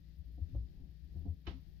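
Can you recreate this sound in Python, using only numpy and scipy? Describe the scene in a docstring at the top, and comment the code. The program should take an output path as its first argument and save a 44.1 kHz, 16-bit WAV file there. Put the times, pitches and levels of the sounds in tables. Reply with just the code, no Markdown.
"""Steps overhead in a quiet room

Soft steps knock on the boards of an upper floor, as decaying modes, and the ceiling booms at low pitches.
One harder object clacks down and bounces: a burst of noise and a few modes, with a tail that dies band
by band, and knocks on the boards. Mains hum and a motor tone are sines; house rumble, microphone hiss and
faint treble ticks are shaped noise. Hum, motor, rumble and most of the hiss are stronger on the left."""
import sys
import numpy as np
from scipy import signal
from scipy.fft import rfft, irfft, next_fast_len
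from scipy.io import wavfile
from scipy.ndimage import map_coordinates

SR = 44100
rng = np.random.default_rng(int(sys.argv[2]) if len(sys.argv) > 2 else 0)


def inscribe(sig):
    """Save sig as 16-bit PCM at rate SR to the path in sys.argv[1].

    A 1-D sig is mono; a 2-D sig holds one channel per row.
    Samples are clipped to [-1, 1] before scaling.
    """
    pcm = np.round(np.clip(np.atleast_2d(sig).T, -1, 1) * 32767)
    wavfile.write(sys.argv[1], SR, pcm.astype(np.int16))


def gain_from_db(level_db):
    """Convert decibel levels to linear amplitude factors (20 dB per decade)."""
    decades = np.asarray(level_db, float) / 20
    return 10 ** decades


N = 79380
T = np.arange(N) / SR  # s

# relative noise spectrum of the clack: frequency_hz, density_db
CLACK_SPECTRUM = [(300, -120), (500, -4.5), (750, -11.5), (950, -4.5), (1400, -8.5), (2000, -7),
                  (3000, -8.2), (4200, -12), (5500, -21.5), (7000, -38.5), (10000, -54), (15000, -72)]
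# left-right balance of the clack: frequency_hz, left_minus_right_db
CLACK_BALANCE = [(500, 1), (1000, -2), (2000, -4), (4000, -6), (8000, 0.1)]
# left-right balance of hiss and ticks: frequency_hz, left_minus_right_db
HISS_BALANCE = [(1000, -8), (1900, 7.5), (3800, 13.5), (7500, 9), (15000, 10.5)]
CLACK_S, CLACK_RISE_S = 1.466, 0.004


def unit(x):
    """Normalisation: scale to rms 1."""
    return x / np.sqrt(np.mean(x ** 2) + 1e-20)


def along(points, hz):
    """Interpolation of (Hz, value) points on a logarithmic frequency axis."""
    f, value = np.transpose(points)
    return np.interp(np.log(hz + 1), np.log(f + 1), value)


def level_curve(points):
    """Gain over time from (s, dB) points, linear in decibels."""
    return gain_from_db(np.interp(T, *np.transpose(points)))


def sides(pan_db):
    """Level-difference stereo: left and right gains, half the difference each."""
    return gain_from_db(np.array([pan_db / 2, -pan_db / 2]))


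def wobble(rate):
    """Random fluctuation: a smooth spline through random knots, rate knots a second."""
    return map_coordinates(rng.standard_normal(1000), [T * rate])


def filtered(x, response):
    """Linear filtering: multiply the spectrum of x by a response of frequency."""
    m = next_fast_len(N + 8192)
    return irfft(rfft(x, m) * response(np.fft.rfftfreq(m, 1 / SR)), m)[..., :N]


def rush(spectrum, pan, alike):
    """Partly coherent stereo noise: sum and difference of two noises, rms 1 before panning."""
    def mid_and_side(hz):
        turn = np.arccos(np.clip(along(alike, hz), -1, 1)) / 2  # likeness is cos(2 turn)
        return gain_from_db(along(spectrum, hz)) * np.array([np.cos(turn), np.sin(turn)])

    mid, side = filtered(rng.standard_normal((2, N)), mid_and_side)
    stereo = unit(np.array([mid + side, mid - side]))
    return filtered(stereo, lambda hz: sides(along(pan, hz)))


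def swell_in(t, rise):
    """Smooth onset: a squared quarter sine lasting rise seconds."""
    return np.sin(np.pi / 2 * np.clip(t / rise, 0, 1)) ** 2


def shape(start, rise, t60, power=1):
    """Damped envelope: a smooth rise, then a fall of 60 dB in t60; power > 1 falls ever faster."""
    t = T - start
    return swell_in(t, rise) * gain_from_db(-60 * (np.clip(t - rise, 0, None) / t60) ** power)


def ceiling():
    """Low-frequency plate resonance: each boom swells at one pitch and dies sooner on the right."""
    # ceiling swings: peak_s, peak_db, pitch_hz, swell_s, left_t60_s, left_minus_right_db
    booms = [(0.207, -43.5, 72, 0.038, 0.11, 11.5), (0.263, -48.5, 59.8, 0.012, 0.44, 8),
             (0.333, -48.5, 64, 0.015, 0.43, 2), (.428, -33, 79, 0.024, 0.11, 8.5),
             (0.549, -40.5, 105.2, 0.036, 0.26, 8), (0.569, -31, 59.86, 0.034, 0.35, 3.5),
             (1.043, -49.5, 69, 0.033, .2, 13), (1.186, -41, 78.9, 0.046, .3, 11.5),
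             (1.306, -32.5, 82.3, 0.052, 0.11, 7.5), (1.492, -37.5, 69, .025, 0.088, 11),
             (1.548, -48.5, 59.5, 0.09, 0.15, 15), (1.589, -56, 100, 0.021, 0.12, 11.5)]
    t60_ratio = np.array([[1], [0.7]])  # left, right
    out = np.zeros((2, N))
    for peak_s, db, hz, swell, t60, pan in booms:
        envelope = shape(peak_s - swell, swell, t60 * t60_ratio, 1.3)
        out += gain_from_db(db) * sides(pan)[:, None] * envelope * np.cos(2 * np.pi * hz * (T - peak_s))
    return out


def boards():
    """Modal excitation: each contact rings close modes, strongest near the pitch its spot favours."""
    # contacts on the boards: steps, then the clacking object landing at 1.469 s and bouncing twice:
    # start_s, relative_level_db, tilt_db_per_octave, favoured_hz, rise_s, decay_factor
    knocks = [(.24, -71, -6.5, 337, 0.053, 1.43), (0.377, -61.5, -4.3, 680, 0.0048, 0.99),
              (0.463, -70.5, -7, 265, 0.046, 1.82), (0.542, -53, 1, 546, .012, 0.86),
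              (0.782, -69, 4.5, 263, 0.033, 0.76), (1.032, -74, -7.5, 335, 0.023, 0.84),
              (1.112, -76, 1, 508, .03, 1.5), (1.151, -61.5, -1.2, 700, 0.011, 0.96),
              (1.249, -53.5, -2, 708, 0.014, 1.1), (1.331, -66.5, -5.5, 512, 0.059, 0.66),
              (1.469, -50, 9.5, 318, 0.015, 0.46), (1.504, -58.5, 7.5, 299, 0.011, 0.62),
              (1.537, -62.5, -10.5, 263, 0.0059, 0.46)]
    # groups of board modes: centre_hz, relative_level_db, t60_s (before decay_factor), left_minus_right_db
    groups = [(37.04, -4.5, 0.19, 1), (100, -1, 0.083, -3), (134, 5, 0.28, 4.3), (182.3, 4, 0.33, -9),
              (266.84, 4, .3, -1.8), (323.3, 0.5, 0.14, 1.5), (401, -10, 0.4, -1),
              (471.4, -11.5, 0.21, 1.3), (540, -10, 0.2, 4), (616, -25, 0.15, 1.4), (700, -14, 0.15, -11.8),
              (801, -19, .16, 8.8), (1013, -26.5, 0.17, -10), (1198, -29.5, 0.16, 2.8)]
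    modes_per_group, spread, scatter_db = 8, 0.05, 2  # spread: largest relative detuning
    favour_db, favour_octaves = 9, 0.12
    phase_scatter_rad = 0.3  # between the microphones
    out, t = np.zeros((2, N + SR)), T[:SR // 3]
    hz, level_db, t60, pan = np.repeat(groups, modes_per_group, axis=0).T[..., None]
    for start, db, tilt_db, favour_hz, rise, factor in knocks:
        pitch, turn, apart, size = rng.standard_normal((4, len(hz), 1))
        f = hz * (1 + spread * np.tanh(pitch))
        tilt = tilt_db * np.log2(np.maximum(f, 250) / 300)
        favour = favour_db * np.exp(-0.5 * (np.log2(hz / favour_hz) / favour_octaves) ** 2)
        gain = gain_from_db(db - 6.5 + level_db + tilt + scatter_db * size + favour)
        phase = phase_scatter_rad * apart * np.array([1, -1])[:, None, None]
        swing = np.sin(2 * np.pi * (f * t + turn) + phase)
        envelope = swell_in(t, rise) * gain_from_db(-60 * t / (factor * t60))
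        first = round(start * SR)
        out[:, first:first + len(t)] += (sides(pan) * gain * envelope * swing).sum(1)
    return out[:, :N]


def clack_contact():
    """Impact noise: a faint scuff leads into a hard contact whose level is rough."""
    lead_s, t60_s, grain_db = 0.025, 0.15, 2.5
    scuff = gain_from_db(-19) * shape(CLACK_S - lead_s, lead_s, 0.033)
    stroke = shape(CLACK_S, CLACK_RISE_S, t60_s) + scuff
    noise = rush(CLACK_SPECTRUM, CLACK_BALANCE, [(500, 0.067)])
    return noise * stroke * gain_from_db(grain_db * wobble(250))


def clack_ring():
    """Free vibration: damped sines whose phase differs between the microphones more at high pitch."""
    # modes of the clack: pitch_hz, relative_level_db, t60_s
    modes = [(313.6, 1.5, .12), (351, 6.5, 0.063), (935, -6.5, 0.14), (1192, -15.5, 0.14),
             (1301, -10, 0.27), (2085, -13.5, 0.26), (2335, -27, 0.032), (2980, 3, 0.055)]
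    alike_below_hz = 900  # the phases differ by up to a full turn from here up
    out = np.zeros((2, N))
    for f, db, t60 in modes:
        apart = min(f / alike_below_hz, 1) ** 2 * rng.random((2, 1))
        swing = np.sin(2 * np.pi * (f * T + rng.random() + apart))
        gain = gain_from_db(db) * sides(along(CLACK_BALANCE, f))[:, None]
        out += gain * shape(CLACK_S, 2 * CLACK_RISE_S, t60) * swing
    return out


def clack_tail():
    """Reverberation: diffuse noise in which every frequency band decays at its own rate."""
    # reverberation time of the room: frequency_hz, t60_s
    room = [(500, 0.33), (1400, 0.23), (3700, 0.28), (8000, 0.44)]
    noise = rush(CLACK_SPECTRUM, CLACK_BALANCE, [(500, 0.087)])
    hz, t, bands = signal.stft(noise, SR, nperseg=256)
    fall = gain_from_db(-60 * np.clip(t - CLACK_S, 0, None) / along(room, hz)[:, None])
    tail = signal.istft(bands * fall, SR, nperseg=256)[1][:, :N]
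    return gain_from_db(-0.5) * tail * shape(CLACK_S, 0.013, 99)  # t60 of 99 s: in effect the bands set the decay


def clack():
    """Superposition of contact, ringing modes and the reverberant tail."""
    return gain_from_db(-51.5) * (clack_contact() + clack_ring() + clack_tail())


def mains_hum():
    """Harmonic series: steady sines at odd multiples of the mains frequency."""
    # mains harmonics: multiple, relative_level_db
    harmonics = [(1, -59), (3, -72), (5, -85), (7, -96.5), (9, -93), (11, -100), (13, -102)]
    mains_hz, pan_db = 59.99, 13.5
    hum = np.zeros(N)
    for k, db in harmonics:
        hum += gain_from_db(db + 1.5) * np.sin(2 * np.pi * (k * mains_hz * T + rng.random()))
    return sides(pan_db)[:, None] * hum


def motor_tone():
    """Slow modulation: one sine that wavers slightly in level and phase."""
    motor_hz, level_db, waver_db, waver_rad, pan_db = 155.9, -64, 0.1, 0.5, 10.5
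    gain = gain_from_db(level_db + waver_db * wobble(2))
    tone = gain * np.sin(2 * np.pi * motor_hz * T + waver_rad * wobble(4.1))
    return sides(pan_db)[:, None] * tone


def house_rumble():
    """Low-passed random noise with a set course of level and a random fluctuation."""
    # relative noise spectrum: frequency_hz, density_db
    spectrum = [(15, -6), (40, -1), (65, 1.4), (85, -5), (130, -12), (215, -19), (260, -25), (340, -22.5),
                (450, -37), (760, -40), (900, -45.5), (1300, -64), (2000, -120)]
    # balance: frequency_hz, left_minus_right_db
    balance = [(40, 9), (70, 4.1), (250, 15), (500, 3), (1000, 3.7)]
    # coherence of the channels: frequency_hz, likeness (1 = identical before panning)
    likeness = [(60, 0.2), (250, 1), (1000, 0.51)]
    # level over time, set by hand and higher around the steps, before the fluctuation: time_s, level_db
    course = [(0, -61.5), (.25, -61), (.5, -51), (.7, -58.5), (.85, -59.5), (1.0, -62), (1.25, -52.5),
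              (1.45, -58), (1.6, -63), (1.8, -61)]
    fluctuation_db = 4
    return level_curve(course) * gain_from_db(fluctuation_db * wobble(8)) * rush(spectrum, balance, likeness)


def microphone_hiss():
    """Coloured random noise, nearly incoherent between the channels, fluctuating slightly."""
    # relative noise spectrum: frequency_hz, density_db
    spectrum = [(590, -43), (1000, -13.5), (1230, -9.5), (1880, 1.5), (2130, -5), (2360, -4), (2740, -4),
                (4810, -2.5), (6480, -14), (8430, -21.5), (11500, -21), (12700, -9), (15500, -20)]
    steep_foot = [(700, -120)] + list(spectrum[1:])  # takes the place of the first row
    likeness = [(1000, 0.2), (4000, 0.017), (15000, 0.2)]
    return gain_from_db(-82 + 0.82 * wobble(9.8)) * rush(steep_foot, HISS_BALANCE, likeness)


def treble_ticks():
    """Poisson-like impulses: random short Gaussian gates open a noise of the top treble."""
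    # relative noise spectrum: frequency_hz, density_db
    spectrum = [(6000, -120), (8500, -16), (11000, -3.5), (13000, -1.2), (15600, 1.5)]
    # level relative to the overall gain: time_s, level_db
    course = [(0, -5.5), (.3, -0.3), (.85, -3.5), (1.2, 2.5), (1.8, -0.5)]
    ticks_per_s, gain_db, width_s, spread_db = 130, -84, 0.002, 2
    hits = (rng.random(N) < ticks_per_s / SR) * gain_from_db(spread_db * rng.standard_normal(N))
    pulse = np.exp(-((np.arange(-400, 400) / SR) / width_s) ** 2)
    gate = signal.fftconvolve(hits, pulse, "same")
    return gain_from_db(gain_db) * level_curve(course) * gate * rush(spectrum, HISS_BALANCE, [(9000, 0.52)])


def scene():
    """Linear superposition of all sources at the microphones."""
    knocks_and_booms = ceiling() + boards()
    background = mains_hum() + motor_tone() + house_rumble() + microphone_hiss() + treble_ticks()
    return knocks_and_booms + clack() + background


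def roll_off(x):
    """The treble ends steeply here."""
    return signal.sosfilt(signal.butter(12, 15620, fs=SR, output="sos"), x)


def record(dry):
    """Band limitation: an ideal low-pass removes everything from 15620 Hz up."""
    mix = filtered(dry, lambda hz: hz < 15620)
    return roll_off(mix)


dry = scene()
out = record(dry)
inscribe(out)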